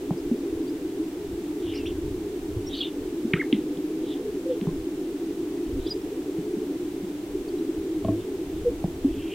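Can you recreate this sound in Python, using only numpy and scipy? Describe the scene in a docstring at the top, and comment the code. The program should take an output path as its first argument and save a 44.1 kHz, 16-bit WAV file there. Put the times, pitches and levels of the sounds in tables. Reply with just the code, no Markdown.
"""Sage-grouse display on open grassland

The males pop their air sacs, coo, whistle and drag their wings over stiff breast feathers.
Pops, coos and whistles are swelling and fading sine tones; the wing swishes are bands of noise.
Many overlapping far coos merge into one low band. Small birds chirp as short gliding tones.
Light wind rumbles on the microphone as low noise, with two low thumps, over distant air and hiss.
The sagebrush scatters a short, soft echo of the nearer sounds."""
import sys
import numpy as np
from scipy import signal
from scipy.fft import rfft
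from scipy.io import wavfile
from scipy.ndimage import uniform_filter1d

SR = 44100
rng = np.random.default_rng(int(sys.argv[2]) if len(sys.argv) > 2 else 0)


def log_audio(samples):
    """Write samples as a 16-bit WAV file to the path given in sys.argv[1]."""
    # one column per channel
    frames = np.atleast_2d(samples).T
    # limit to full scale, then quantise
    limited = np.clip(frames, -1, 1)
    pcm = np.round(limited * 32767).astype(np.int16)
    wavfile.write(sys.argv[1], SR, pcm)


N = 411894  # length of the scene [samples]


def undb(db):
    """Turn decibels into a gain."""
    return 10 ** (np.asarray(db) / 20)


def unit(x):
    """Scale a sound to an rms (average strength) of 1."""
    return x / np.sqrt(np.mean(x ** 2))


def colour(x, points):
    """Filter by a smooth spectrum given as (frequency [Hz], level [dB]); rms 1."""
    hz, db = np.transpose(points)
    f = np.maximum(np.fft.rfftfreq(N, 1 / SR), 1)
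    gain = undb(np.interp(np.log(f), np.log(hz), db))
    return unit(np.fft.irfft(rfft(x) * gain, N))


def lowpass(x, hz, order):
    """Cut the treble without shifting the sound in time."""
    return signal.sosfiltfilt(signal.butter(order // 2, hz, fs=SR, output="sos"), x)


def band(count, hz, width_hz):
    """Noise in a steep-sided band around a centre that may move; rms 1."""
    sos = signal.butter(5, width_hz / 2, fs=SR, output="sos")
    noise = rng.standard_normal(2 * count) + 1j * rng.standard_normal(2 * count)
    slow = signal.sosfilt(sos, noise)[count:]  # skip the filter's start-up
    carrier = np.exp(2j * np.pi * np.cumsum(hz * np.ones(count)) / SR)
    return unit((slow * carrier).real)


def add(out, s, x):
    """Mix x into out from time s [s], cut off at the end of the scene."""
    i = max(int(s * SR), 0)
    n = max(min(len(x), N - i), 0)
    out[i:i + n] += x[:n]


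def ring(t, hz, swell, steepness=1.44):
    """A tone that swings up within the swell time and dies away, like a struck membrane."""
    envelope = (t / swell * np.exp(1 - t / swell)) ** steepness
    return envelope * np.sin(2 * np.pi * hz * t)


def pops_and_thumps():
    """The air in the sacs rings for a few cycles; two low wind thumps are made the same way."""
    # air-sac pops, and two low wind thumps at 2.035 and 2.563 s:
    # (time [s], pitch [Hz], peak [dB], swell time [s])
    pop_rows = [(0.109, 173, -15.5, 0.0048), (.312, 240, -15, 0.0075), (2.035, 141, -35, 0.021),
                (2.563, 104, -24, 0.0084), (3.246, 230, -19, 0.0063), (3.337, 171, -13, 0.0045),
                (3.528, 271, -9.5, 0.0045), (3.54, 208, -19.5, 0.01), (3.772, 190, -33, 0.0083),
                (4.616, 199, -21, 0.0079), (4.670, 169, -16.5, 0.0076), (6.383, 173, -25, 0.0073),
                (6.567, 216, -25.5, 0.0071), (7.027, 198, -27.5, 0.01), (8.842, 173, -15.5, 0.0056),
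                (9.045, 275, -11.5, 0.0086)]
    out, t = np.zeros(N), np.arange(SR // 6) / SR
    for s, hz, db, swell in pop_rows:
        add(out, s, undb(db) * ring(t, hz, swell))
    return out


def snaps(rustle_db=-30, rustle_s=0.043, spread=0.71, top_hz=4200):
    """Skin snaps taut, and the feathers on it rustle briefly."""
    # snaps of skin and feather: (time [s], pitch [Hz], level [dB], swell time [s])
    snap_rows = [(.107, 700, -20.5, 0.00093), (.312, 600, -35, 0.0022), (3.3345, 2310, -13.5, 0.0013),
                 (3.336, 2840, -13, 0.00049), (3.338, 1850, -14.5, 0.00071), (3.3412, 1970, -16, 0.00053),
                 (3.5271, 3050, -13.5, 0.00049), (3.531, 2100, -36, 0.0043), (3.545, 3220, -31, 0.00066),
                 (3.772, 3400, -38, 0.00073), (4.613, 2860, -26, 0.0002), (4.670, 870, -30.5, 0.001),
                 (6.382, 3200, -43, .0004), (8.048, 2820, -30.5, 0.00018), (8.086, 2500, -32, 0.00014),
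                 (8.841, 640, -20.5, 0.0015), (9.044, 596, -35, 0.0017)]
    out, t = np.zeros(N), np.arange(SR // 6) / SR
    for s, hz, db, swell in snap_rows:
        snap = ring(t, hz, swell, steepness=2.34)
        rustle = undb(rustle_db) * np.exp(-t / rustle_s) * band(len(t), hz, spread * hz)
        add(out, s, undb(db) * (snap + rustle))
    return lowpass(out, top_hz, order=12)


def coo(length, hz, fall):
    """A soft, pure note that swells and fades while its pitch may glide (fall in octaves a second)."""
    t = np.arange(-length / 2, length / 2, 1 / SR)
    pitch = hz * 2 ** (-fall * t)
    return np.hanning(len(t)) * np.sin(2 * np.pi * np.cumsum(pitch) / SR)


def coos():
    """Single coos that stand out of the lek, the birds' display ground."""
    # nearer coos: (middle [s], length [s], pitch [Hz], fall [octaves/s], peak [dB])
    coo_rows = [(0.526, 0.054, 320, 4.2, -23), (1.01, 0.071, 318, -0.5, -20.5),
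                (4.47, 0.044, 513, 1.5, -28), (4.515, 0.075, 503, 3, -19), (7.355, .02, 373, 1, -19.5),
                (7.923, .07, 335, -2.5, -22.5), (7.977, 0.057, 326.5, 0.5, -21),
                (8.101, 0.036, 303, -1, -17.5), (8.134, 0.039, 316, 0, -19.5),
                (8.675, 0.062, 481, 2.2, -14.5)]
    out = np.zeros(N)
    for s, length, hz, fall, db in coo_rows:
        add(out, s - length / 2, undb(db) * coo(length, hz, fall))
    return out


def whistle(hz, gain, waver=0.0075, rasp=0.24, rasp_hz=3200, rasp_width_hz=400):
    """A thin, slightly wavering tone that follows a given pitch and turns rough near rasp_hz."""
    wavering = hz * (1 + waver * band(len(hz), 0, 600))
    tone = np.sin(2 * np.pi * np.cumsum(wavering) / SR)
    rough = rasp * np.exp(-((hz - rasp_hz) / rasp_width_hz) ** 2)
    return gain * (tone + rough * band(len(hz), hz, 650))


def gesture(rows):
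    """Start, pitch and gain of a (time [s], pitch [Hz], level [dB]) line, with rounded corners."""
    s, hz, db = np.transpose(rows)
    t = np.arange(s[0], s[-1], 1 / SR)
    pitch = uniform_filter1d(np.interp(t, s, hz), size=150)
    gain = uniform_filter1d(undb(np.interp(t, s, db)), size=90, mode="constant")
    return s[0], pitch, gain * signal.windows.tukey(len(t), .1)  # soft ends


def grouse_whistle():
    """The near male's whistle arches up and down in pitch between his two pops."""
    # the arch: (time [s], pitch [Hz], level [dB])
    arch_rows = [(3.354, 1110, -46), (3.366, 1267, -37), (3.38, 1505, -39), (3.39, 1920, -46),
                 (3.397, 2050, -28), (3.405, 2220, -25.5), (3.413, 2090, -24), (3.418, 1750, -23),
                 (3.421, 1470, -41), (3.437, 746, -49)]
    out = np.zeros(N)
    start, arch, gain = gesture(arch_rows)
    add(out, start, whistle(arch, gain))
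    return out


def chirps(taper=.8):
    """Short chirps and thin whistles glide and bend in pitch; taper is the share spent swelling and fading."""
    # chirps: (middle [s], length [s], pitch [Hz], rise [octaves], scoop [octaves], level [dB])
    chirp_rows = [(.19, .06, 5000, 0, -0.11, -56), (0.688, 0.055, 4750, .25, .08, -52),
                  (1.748, .024, 5000, -.13, .02, -48), (1.757, .014, 5540, .1, -0.18, -43),
                  (1.765, .013, 4100, .05, 0.43, -43), (1.775, .018, 5700, .3, -.1, -45),
                  (1.799, 0.095, 2710, -0.25, .1, -45), (1.865, 0.026, 3090, 1, -.14, -36),
                  (1.872, .036, 5630, .1, .03, -52), (2.679, 0.041, 5550, .09, 0.12, -40.5),
                  (2.737, .019, 3730, 0.021, .1, -31.5), (2.751, .018, 4480, .42, .03, -39),
                  (2.775, .028, 6100, .04, 0, -53), (2.813, .022, 3270, -0.14, .09, -22.5),
                  (2.833, 0.025, 2850, 0, .27, -30.5), (2.856, 0.017, 3530, .08, 0.012, -33),
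                  (4.689, .04, 1046, 0.14, -.08, -48), (5.874, .022, 4850, .3, .1, -42),
                  (5.873, .014, 3470, -.17, -.04, -39), (5.889, .026, 3800, .65, 0, -44),
                  (5.896, .012, 5660, .03, 0, -44), (5.917, 0.036, 4905, -.02, 0.022, -27),
                  (6.019, .012, 5450, 0, 0, -52), (7.489, .013, 4480, 0, .03, -46),
                  (7.589, .013, 3960, 0, 0, -49)]
    out = np.zeros(N)
    for s, length, hz, rise, scoop, db in chirp_rows:
        u = np.linspace(-1, 1, int(length * SR))
        pitch = hz * 2 ** (rise * u / 2 + scoop * u ** 2)
        gain = undb(db) * signal.windows.tukey(len(u), taper)
        add(out, s - length / 2, whistle(pitch, gain))
    return out


def swishes(width_hz=950, grain_db=2.0, level_db=-3, skirt_db=-10, range_db=17, sag_oct_per_s=.6):
    """Stiff feather tips flick past the wing: a grainy rasp that sinks in pitch as the stroke slows."""
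    # wing swishes: (peak time [s], swell [s], fade [s], centre [Hz], level before level_db [dB])
    swish_rows = [(1.7, .11, 0.17, 3200, -42), (1.745, 0.053, 0.093, 2460, -44),
                  (1.775, .04, 0.044, 5030, -45), (1.87, .02, .06, 3100, -39), (2.785, .05, .06, 4150, -35),
                  (2.75, 0.067, 0.095, 3450, -35), (2.83, 0.052, 0.066, 3300, -31),
                  (4.121, 0.093, 0.061, 3400, -41), (4.53, 0.054, 0.053, 3200, -49),
                  (5.88, 0.094, .07, 3550, -44.5), (8.211, .07, 0.076, 3200, -51.5),
                  (8.59, 0.088, 0.095, 3200, -54), (9.22, 0.23, 0.27, 2880, -46.5),
                  (9.335, .08, 0.085, 2770, -39)]
    out = np.zeros(N)
    for s, swell, fade, centre, db in swish_rows:
        t = np.arange(-swell, fade, 1 / SR)
        drop_db = range_db * np.maximum(-t / swell, t / fade)  # below the peak
        gain = undb(db - drop_db) * signal.windows.tukey(len(t), .1)
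        hz = centre * 2 ** (-sag_oct_per_s * t)
        flicks = unit(undb(grain_db * band(len(t), 0, 370)))
        skirt = undb(skirt_db) * band(len(t), hz, 2 * width_hz)  # weaker, wider noise
        rasp = band(len(t), hz, width_hz) + skirt
        add(out, s - swell, gain * flicks * rasp)
    return undb(level_db) * out


def knocks(contact_s=0.0028):
    """A dull double knock, like wing beats: soft blows into a few well-damped ringing tones."""
    # knocks: (time [s], level [dB])
    knock_rows = [(8.046, -16.5), (8.083, -15)]
    # what a knock rings with: (frequency [Hz], level [dB], time to fade by 60 dB [s])
    mode_rows = [(104.2, -11, 0.39), (201, -2, 0.1), (646, 1, 0.043), (1090, -14, 0.047)]
    out, t = np.zeros(N), np.arange(SR // 3) / SR
    modes = sum(undb(db - 60 * t / t60) * np.sin(2 * np.pi * hz * t) for hz, db, t60 in mode_rows)
    soft_start = 1 - np.exp(-(t / contact_s) ** 2)
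    for s, db in knock_rows:
        add(out, s, undb(db) * modes * soft_start)
    return out


def sagebrush(x, scatter_db=-11.5, t60=0.16, onset_s=0.014, dull_hz=4600):
    """The bushes scatter a short, dull tail behind each sound; t60 is its 60 dB fade time [s]."""
    t = np.arange(SR // 3) / SR
    tail = rng.standard_normal(len(t)) * undb(-60 * t / t60) * (1 - np.exp(-t / onset_s))
    tail = tail / np.linalg.norm(tail)
    echo = signal.fftconvolve(lowpass(x, dull_hz, order=2), tail)[:N]
    return x + undb(scatter_db) * echo


def lek(count=2600, spread_db=3):
    """Many far coos overlap into a fluttering drone."""
    # slow swells of the far lek: (time [s], level [dB])
    swell_rows = [(0.0, -32), (0.6, -28.5), (1.2, -33.5), (1.6, -29.4), (2.8, -33), (3.3, -29), (4.0, -29),
                  (4.6, -31), (5.7, -29), (6.0, -32), (6.6, -28.5), (7.3, -34), (7.6, -27.5), (7.9, -30.5),
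                  (8.3, -30.4), (9.0, -35), (9.1, -30.5), (9.32, -31.9)]
    # its colour: (frequency [Hz], level [dB])
    drone_spectrum = [(170, -66), (235, -22), (272, -4), (330, 0.5), (375, -3.5), (420, -6), (465, -22),
                      (560, 6.5)]
    out = np.zeros(N)
    for when, pitch, size, length in rng.random((count, 4)):
        note = undb(spread_db * size) * coo(0.034 + 0.067 * length, 220 + 270 * pitch, 1)
        out[(int(when * N) + np.arange(len(note))) % N] += note  # wraps round at the end
    drone = colour(out, drone_spectrum)
    # even out the loudness over an eighth of a second, then apply the slow swells
    steady = drone / np.sqrt(uniform_filter1d(drone ** 2, size=SR // 8))
    return steady * undb(np.interp(np.arange(N) / SR, *np.transpose(swell_rows)))


def wind(level_db=-2.5, breeze_db=-51.5, buffet_db=1.0, buffet_hz=5):
    """Small gusts swell and die over a light breeze and buffet the microphone with a low rumble."""
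    # gusts on top of the breeze: (middle [s], length [s], peak before level_db [dB])
    gust_rows = [(0.267, 0.16, -45), (.55, .16, -40), (1.324, .25, -41), (1.704, .2, -39),
                 (2.02, 0.69, -35.5), (2.574, 0.5, -36), (3.05, .2, -43), (4.75, 0.23, -34),
                 (5.777, 0.26, -31), (5.968, 0.31, -45), (7.37, 0.27, -46), (7.803, 0.13, -41),
                 (8.093, 0.42, -43), (8.68, 0.83, -38), (9.106, 0.47, -36.5)]
    # colour of the rumble: (frequency [Hz], level [dB])
    rumble_spectrum = [(15, -2.5), (38, 3.5), (70, 1.5), (110, -1), (170, -30), (300, -53.5)]
    force = np.full(N, undb(breeze_db))
    for s, length, db in gust_rows:
        add(force, s - length / 2, undb(db) * np.hanning(int(length * SR)))
    buffets = unit(undb(buffet_db * band(N, 0, 2 * buffet_hz)))
    rumble = colour(rng.standard_normal(N), rumble_spectrum)
    return undb(level_db) * force * buffets * rumble


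def distant_air(level_db=-44.5):
    """Steady noise, strongest in the low range, stands for the distant air."""
    # colour of the air: (frequency [Hz], level [dB])
    air_spectrum = [(60, -6), (130, -1.5), (190, 5.5), (300, -1.5), (500, -5), (750, -8), (1200, -18),
                    (2000, -21.5), (3400, -25.5), (4300, -28.5), (8000, -35), (15000, -40)]
    return undb(level_db) * colour(rng.standard_normal(N), air_spectrum)


def hiss(level_db=-48.5):
    """Steady microphone hiss, drawn separately for each of two channels."""
    # colour of the hiss: (frequency [Hz], level [dB])
    hiss_spectrum = [(60, 10), (700, 8), (1300, 4), (3500, 3.5), (4500, -0.5), (8700, -1), (9300, -4.5),
                     (15500, -4.5)]
    channels = [colour(rng.standard_normal(N), hiss_spectrum) for _ in range(2)]
    return undb(level_db) * np.array(channels)


def scene():
    """Birds, wind and air lie in the middle; the hiss differs in each channel."""
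    calls = coos() + grouse_whistle() + chirps()
    bursts = pops_and_thumps() + snaps() + swishes() + knocks()
    nearby = sagebrush(calls + bursts)
    return nearby + lek() + wind() + distant_air() + hiss()


def record(dry, top_hz=15800):
    """The recorder steeply cuts everything above top_hz."""
    return signal.sosfilt(signal.ellip(10, .1, 80, top_hz, fs=SR, output="sos"), dry)


dry = scene()
out = record(dry)
log_audio(out)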